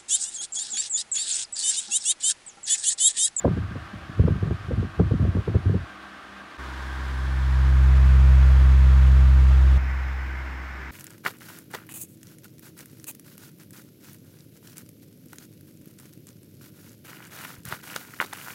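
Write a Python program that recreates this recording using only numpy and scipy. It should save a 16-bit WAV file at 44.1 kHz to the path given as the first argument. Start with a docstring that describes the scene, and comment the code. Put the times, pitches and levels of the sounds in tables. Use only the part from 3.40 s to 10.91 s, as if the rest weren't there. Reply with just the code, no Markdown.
"""A small room with a three-bladed desk fan at a nearly steady speed, heard from three places in turn.
In front, eddies of its jet thump and flutter as short noise bursts on the microphone, over an airy rush
of coloured noise. Beside the guard the blade-passing hum, a stack of cosines, swells as the microphone
closes in on the blade tips. Behind the motor the hum recedes and the rush is duller.
Quiet blade harmonics and steady motor tones run underneath throughout."""
import sys
import numpy as np
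from scipy import signal
from scipy.fft import rfft, irfft
from scipy.io import wavfile
from scipy.ndimage import uniform_filter1d, map_coordinates

SR = 44100
rng = np.random.default_rng(int(sys.argv[2]) if len(sys.argv) > 2 else 0)


def generate_wav(sig):
    """Save sig (samples, or channels by samples) to the path in sys.argv[1] as 16-bit PCM at SR."""
    pcm = np.round(np.clip(np.atleast_2d(sig).T, -1, 1) * 32767).astype(np.int16)
    wavfile.write(sys.argv[1], SR, pcm)


N = 331191
TIME = np.arange(N) / SR   # seconds
BINS = np.maximum(np.fft.rfftfreq(N, 1 / SR), 1)   # Hz

# when the microphone is beside the fan, then behind it
TO_SIDE_S, TO_REAR_S = 3.178, 6.378
# Speed of the rotor. Each row: time in [s], blade passes in [per s].
BLADE_PASSES = [(3.3, 65.7), (4.5, 65.35), (7.4, 65.25)]

# Gusts hitting the microphone in front. Each row: start in [s], hold in [s], thump level in [dB] and
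# flutter level in [dB], both before the eddy scatter and a small trim.
GUSTS = [(0.056, .002, -15.5, -13.5), (0.082, 0.051, -20.5, -18.5), (0.176, 0.0027, -20.5, -31.5),
         (0.224, .008, -32, -51), (0.318, .008, -29, -53), (0.36, 0.0017, -30.5, -29.5),
         (0.54, .002, -27, -50), (0.695, .006, -29.5, -53), (0.799, 0.0039, -11, -23),
         (0.84, .022, -16, -23), (0.885, 0.039, -19.5, -16.5), (0.959, 0.0026, -20.5, -33),
         (1.031, 0.0044, -17.5, -24), (1.073, 0.0016, -20, -31), (1.112, 0.015, -21.5, -23.5),
         (1.287, .002, -24.5, -38), (1.319, .028, -24, -23), (1.38, 0.026, -20.5, -35),
         (1.432, 0.027, -28.5, -26), (1.603, 0.0069, -11.5, -14), (1.718, 0.014, -16.5, -24.5),
         (1.801, 0.031, -21, -31), (1.854, 0.029, -23.5, -26), (1.954, 0.0028, -17, -27.5),
         (1.972, 0.015, -21.5, -22), (2.082, 0.0078, -16.5, -22), (2.153, 0.006, -14, -21.5),
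         (2.262, 0.0062, -17.5, -36), (2.299, 0.0095, -16.5, -25.5), (2.349, 0.0032, -19, -21)]
GUST_RISE_DB_PER_S, GUST_FALL_DB_PER_S = 699, 524
# the train of eddies within a gust
EDDIES_PER_GUST, EDDY_GAP_S, EDDY_JITTER_S, EDDY_SPREAD_DB = 4, 0.017, 0.00314, 1.04
FLUTTER_FALL_DB_PER_S = 598   # later eddies are slower and lose their flutter
EDDY_DB_PER_OCTAVE, MIDDLING_FLUTTER_DB = 67, -25   # a harder eddy is faster and sounds higher
THUMP_LAG_S = 0.00297
SNAP_DB, SNAP_GROWTH = -44, 1.56   # snap of a middling eddy; dB of snap per dB of flutter
WAKE_DB, WAKE_FALL_DB_PER_S = -6.5, 280   # rumble that trails a gust, re its thump
# Rumble of the jet between gusts. Each row: time in [s], level before its wander in [dB].
JET_BETWEEN_GUSTS = [(0, -53), (0.28, -33.5), (0.48, -48), (0.62, -42), (0.9, -46), (1.52, -39),
                     (1.85, -21), (2.05, -40.5), (2.42, -36.5)]
JET_WANDER_DB, JET_WANDERS_PER_S, JET_OFF_S = 4, 14, 2.44
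# Colour of the jet rumble. Each row: frequency in [Hz], relative density in [dB per Hz].
RUMBLE_COLOUR = [(15, -59), (25, -27), (35, -13), (57, -3.5), (91, 3.5), (179, -15), (275, -15.5),
                 (515, -22), (700, -13), (910, -53), (1540, -120)]

# Air through blades and guard: level in front, and level behind as the microphone backs away.
RUSH_FRONT_DB = -45
RUSH_REAR_DB, RUSH_RECEDE_DB_PER_S = -39.5, 1.9
# Air through blades and guard, beside the fan. Each row: time in [s], rush level in [dB].
RUSH_SIDE_LEVEL = [(3.2, -40.5), (3.9, -39.5), (5.1, -38.5), (5.7, -39), (6.37, -40)]
# Colour of the rush in front, beside the guard, at the blade tips and behind the motor.
# Each row: frequency in [Hz], relative density in [dB per Hz].
FRONT_COLOUR = [(50, -11), (200, -6.5), (320, -8.5), (440, -10.5), (760, -3), (930, -10), (1130, 0.5),
                (1620, -2.5), (2200, -10.5), (3300, -14), (6700, -28), (10500, -37), (15500, -44.5)]
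SIDE_COLOUR = [(50, -9), (150, -6.5), (330, -4), (500, -9), (800, -5), (1050, -0.5), (1700, -2.5),
               (2600, -13.5), (3400, -14), (6200, -24.5), (10500, -32.5), (15500, -41)]
TIPS_COLOUR = [(40, 2.5), (130, 9), (250, 0.5), (520, -0.5), (850, -1), (1200, 2), (1700, 0.5),
               (2700, -9.5), (3400, -11.5), (6800, -22.5), (10500, -29), (13000, -33.5), (15500, -33)]
REAR_COLOUR = [(50, -12), (150, 4), (340, -3.5), (570, -6.5), (850, -0.5), (1250, 0), (1600, 3.5),
               (2150, -2), (3000, -13), (4200, -20.5), (6500, -25), (9800, -36.5), (13000, -34),
               (15500, -37)]
# Narrow resonances and dips in the rush at the same four places.
# Each row: centre in [Hz], width in [Hz], lift in [dB].
FRONT_MODES = [(1480, 170, -3), (1574, 78, 5.5), (8800, 360, 4), (10500, 900, 5)]
SIDE_MODES = [(1610, 190, 4), (1300, 150, -2), (3300, 160, 2), (5100, 250, 1.5)]
TIPS_MODES = [(1530, 69, -5.5), (1540, 140, 3.5), (2640, 120, 3.5), (3380, 330, 1.5), (6750, 350, 2.5)]
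REAR_MODES = [(1610, 100, -1), (1840, 95, -2.5), (2030, 600, 3.5), (5230, 380, 6), (7100, 400, 1),
              (13100, 700, 5)]

# Blade harmonics that carry through the room. Each row: multiple of the blade-passing rate,
# level in front in [dB] before a 2 dB cut, level beside in [dB] (behind is 5 dB lower).
OVERTONES = [(1, -61.5, -63), (2, -78, -64), (3, -58, -60), (4, -60, -54.5), (5, -59, -54.5), (6, -77, -63),
             (7, -73, -73)]
# Steady motor tones. Each row: frequency in [Hz], level in front, beside and behind in [dB].
MOTOR_TONES = [(200, -60, -66, -66), (300, -60, -59, -62), (959, -66, -55, -64), (6681, -94, -80, -92),
               (8791, -94, -83, -94), (9205, -99, -85, -98), (9663, -99, -86, -98),
               (11493, -106, -91, -100), (14906, -112, -90, -99)]

# Near field of the blades beside the guard, closing in on the tips.
# Each row: time in [s], blade-passing tone in [dB], its octave in [dB].
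HUM_SIDE = [(3.22, -39.5, -52.5), (4.21, -17.5, -28.5), (4.43, -14.5, -27), (4.91, -12.5, -24.5),
            (5.18, -13, -27), (5.81, -13, -25.5), (6.3, -14, -30.5), (6.36, -14.5, -29)]
# Unequal blades add multiples of the shaft rate.
# Each row: multiple of the turn rate, level in [dB re blade-passing tone].
IMBALANCE = [(2, -41.5), (4, -24.5), (5, -26), (7, -36)]
# backing away behind the motor; the octave is re the blade-passing tone
HUM_REAR_DB, HUM_RECEDE_DB_PER_S, REAR_OCTAVE_DB = -22.3, 15.5, -17.5
CUTOFF_HZ = 15750


def from_db(db):
    """Decibels to gain."""
    return 10 ** (np.asarray(db) / 20)


def rms_one(x):
    """Scale to unit rms."""
    return x / np.sqrt(np.mean(x ** 2) + 1e-20)


def in_time(rows):
    """The columns of a curve at every sample."""
    seconds, *columns = np.transpose(rows)
    return [np.interp(TIME, seconds, column) for column in columns]


def drift(rate):
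    """Smooth random wander of about unit spread, through `rate` random knots a second."""
    knots = rng.standard_normal(1024)
    coarse = map_coordinates(knots, [TIME[::64] * rate], order=3, mode="wrap")
    return coarse.repeat(64)[:N]


def ramp(at, seconds):
    """Rises from 0 to 1 in a straight line around a moment."""
    return np.clip((TIME - at) / seconds + 0.5, 0, 1)


def receding(start_db, fall_db_per_s):
    """A level that sinks steadily as the microphone backs away behind the motor."""
    return start_db - fall_db_per_s * np.maximum(TIME - TO_REAR_S, 0)


def band(x, low_hz, high_hz, order=2):
    """Butterworth band-pass."""
    sos = signal.butter(order, [low_hz, high_hz], "band", fs=SR, output="sos")
    return signal.sosfilt(sos, x)


def coloured(spectrum, modes, unit_band):
    """Noise with a broad colour and a few resonances, of unit rms inside unit_band."""
    hz, db = np.transpose(spectrum)
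    shape_db = np.interp(np.log(BINS), np.log(hz), db)
    for centre, width, lift in modes:
        shape_db = shape_db + lift / (1 + (2 * (BINS - centre) / width) ** 2)
    below_first_row = np.minimum(BINS / hz[0], 1) ** 4
    gain = from_db(shape_db) * below_first_row
    inside = (BINS > unit_band[0]) & (BINS < unit_band[1])
    noise = irfft(rfft(rng.standard_normal(N)) * gain, N)
    return noise / np.sqrt(np.mean(gain ** 2 * inside))


def blade_phase(turn):
    """Three blades pass in each turn."""
    return 3 * turn


def gust_db(age_s, hold_s, fall_db_per_s):
    """A gust rises quickly, holds and dies away."""
    rise = GUST_RISE_DB_PER_S * np.maximum(-age_s, 0)
    fall = fall_db_per_s * np.maximum(age_s - hold_s, 0)
    return -rise - fall


def jet_gain():
    """The jet rumbles harder around each gust and weakly between, until it swings off the microphone."""
    wakes_db = [thump_db + WAKE_DB + gust_db(TIME - at, hold_s, WAKE_FALL_DB_PER_S)
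                for at, hold_s, thump_db, _ in GUSTS]
    between_db = in_time(JET_BETWEEN_GUSTS)[0] + JET_WANDER_DB * drift(JET_WANDERS_PER_S)
    level_db = np.maximum(np.max(wakes_db, axis=0), between_db)
    return from_db(level_db) * (1 - ramp(JET_OFF_S, 0.054))


def eddies(count):
    """Each gust is a train of eddies, the fastest at its front: rows of (s, thump dB, flutter dB)."""
    for at, hold_s, thump_db, flutter_db in GUSTS:
        for k, (early, thump_luck, flutter_luck) in enumerate(rng.standard_normal((count, 3))):
            jitter_s = min(k, 1) * EDDY_JITTER_S * early   # the first eddy is on time
            age_s = k * EDDY_GAP_S - jitter_s
            eddy_thump_db = thump_db + gust_db(age_s, hold_s, GUST_FALL_DB_PER_S)
            eddy_flutter_db = flutter_db - FLUTTER_FALL_DB_PER_S * age_s
            yield (at + age_s,
                   eddy_thump_db + EDDY_SPREAD_DB * thump_luck,
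                   eddy_flutter_db + EDDY_SPREAD_DB * flutter_luck)


def puff(low_hz, high_hz, rise_s, fall_s, order):
    """A brief knot of turbulent pressure, centred on its crest, whose loudest moment has unit rms."""
    t = np.arange(-4096, 4096) / SR
    envelope = np.exp(-np.maximum(-t / rise_s, t / fall_s))
    wave = band(rng.standard_normal(len(t)) * envelope, low_hz, high_hz, order=order)
    power = uniform_filter1d(np.abs(signal.hilbert(wave)) ** 2 / 2, size=130)
    centred = np.roll(wave, len(t) // 2 - np.argmax(power))
    return centred / np.sqrt(power.max())


def add(out, wave, at):
    """Mix a wave in, centred on a moment."""
    where = round(at * SR) - len(wave) // 2 + np.arange(len(wave))
    inside = (where >= 0) & (where < N)
    out[where[inside]] += wave[inside]


def buffeting():
    """Large eddies thump on the microphone port; fast ones break into a flutter, the fastest into a snap."""
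    rumble = band(coloured(RUMBLE_COLOUR, [], (40, 300)), low_hz=49, high_hz=287)
    out = jet_gain() * rms_one(rumble)
    for at, thump_db, flutter_db in eddies(EDDIES_PER_GUST):
        hardness_db = flutter_db - MIDDLING_FLUTTER_DB
        speed = 2 ** (hardness_db / EDDY_DB_PER_OCTAVE)
        thump = puff(low_hz=63.9, high_hz=186.5, rise_s=0.003, fall_s=0.0058, order=3)
        flutter = puff(low_hz=218 * speed, high_hz=490 * speed, rise_s=0.0025, fall_s=0.0042, order=4)
        snap = puff(low_hz=530 * speed, high_hz=1020 * speed, rise_s=0.0012, fall_s=0.0017, order=4)
        # the finer scales arrive first, and the snap grows faster than the flutter
        add(out, from_db(thump_db - 0.5) * thump, at + THUMP_LAG_S)
        add(out, from_db(flutter_db - 1.0) * flutter, at - 0.001)
        add(out, from_db(SNAP_DB + SNAP_GROWTH * hardness_db) * snap, at - 0.002)
    # the port leaks the slowest pressure swings away
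    return signal.sosfilt(signal.butter(4, 43, "high", fs=SR, output="sos"), out)


def rush(level_db, spectrum, modes):
    """Turbulence shed by the blades and the guard wires, as it sounds from one place."""
    return from_db(level_db) * coloured(spectrum, modes, (1000, 8000))


def reflections(x, strength, count):
    """Weak echoes of either sign from the desk, the housing and the walls ripple the spectrum."""
    out = x.copy()
    lags_s = rng.uniform(0.002, 0.016, count)
    signs = rng.choice([-1, 1], count)
    for lag_s, sign in zip(lags_s, signs):
        out += strength * sign * np.roll(x, round(lag_s * SR))
    return out / np.sqrt(1 + count * strength ** 2)


def air(turn, front, side, rear):
    """The rush at each place, pulsing slightly with every turn and, off the front, with every blade."""
    at_tips = ramp(4.41, 0.58)
    side_db, = in_time(RUSH_SIDE_LEVEL)
    rear_db = receding(RUSH_REAR_DB, RUSH_RECEDE_DB_PER_S)
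    # independent noises cross-fade by power
    beside = np.sqrt(1 - at_tips) * rush(side_db, SIDE_COLOUR, SIDE_MODES)
    beside += np.sqrt(at_tips) * rush(side_db, TIPS_COLOUR, TIPS_MODES)
    out = np.sqrt(front) * rush(RUSH_FRONT_DB, FRONT_COLOUR, FRONT_MODES)
    out += np.sqrt(side) * beside
    out += np.sqrt(rear) * rush(rear_db, REAR_COLOUR, REAR_MODES)
    turn_db = 0.3 * np.cos(turn)
    blade_db = 0.46 * (1 - front) * np.cos(blade_phase(turn))
    swish_db = turn_db + blade_db + 0.3 * drift(25)
    return reflections(out, strength=0.061, count=8) * from_db(swish_db)


def tone(phase, gain, waver_db, waver_rad):
    """A line that wavers in level and phase as the air and the room paths shift."""
    level = np.sqrt(2) * gain * from_db(waver_db * drift(5.6))   # gain is rms
    return level * np.cos(phase + waver_rad * drift(6) + rng.uniform(0, 2 * np.pi))


def drone(turn, front, side, rear):
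    """Blade harmonics locked to the rotor, with the hum and thin whine of the motor at fixed pitches."""
    out = np.zeros(N)
    for k, far_db, near_db in OVERTONES:
        gain = front * from_db(far_db - 2.0) + side * from_db(near_db) + rear * from_db(near_db - 5)
        out += tone(k * blade_phase(turn), gain, waver_db=2.5, waver_rad=0.29)
    for hz, *place_db in MOTOR_TONES:
        gain = from_db(place_db) @ [front, side, rear]
        out += tone(2 * np.pi * hz * TIME, gain, waver_db=1.0, waver_rad=0.54)
    return out


def blade_hum(turn, first_db, second_db):
    """Each blade sweeps a pressure crest past: three harmonics, plus shaft tones from unequal blades."""
    blade = blade_phase(turn)
    third_db = second_db - 15 + 0.55 * drift(5.5)
    out = np.zeros(N)
    for k, db in enumerate([first_db, second_db, third_db], 1):
        out += from_db(db) * np.cos(k * blade)
    for k, db in IMBALANCE:
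        gain = from_db(first_db + db + drift(8.6))
        out += gain * np.cos(k * turn + rng.uniform(0, 2 * np.pi))
    return np.sqrt(2) * out   # levels are rms


def scene():
    """The fan from the front, the side and the rear."""
    passes, = in_time(BLADE_PASSES)
    turn = 2 * np.pi * np.cumsum(passes) / SR / 3   # shaft angle in radians
    # how far the microphone is at each place; the level dips briefly between front and side
    front = 1 - ramp(TO_SIDE_S - 0.005, 0.003)
    rear = ramp(TO_REAR_S, 0.0058)
    side = ramp(TO_SIDE_S + 0.008, 0.022) - rear
    sound = front * buffeting()
    sound += air(turn, front, side, rear)
    sound += drone(turn, front, side, rear)
    sound += side * blade_hum(turn, *in_time(HUM_SIDE))
    rear_db = receding(HUM_REAR_DB, HUM_RECEDE_DB_PER_S)
    sound += rear * blade_hum(turn, rear_db, rear_db + REAR_OCTAVE_DB)
    return sound[None]


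def record(dry):
    """The top is cut steeply by an elliptic low-pass."""
    sos = signal.ellip(10, 0.1, 80, CUTOFF_HZ, fs=SR, output="sos")   # order, ripple dB, stop-band dB
    return signal.sosfilt(sos, dry)


dry = scene()
out = record(dry)
generate_wav(out)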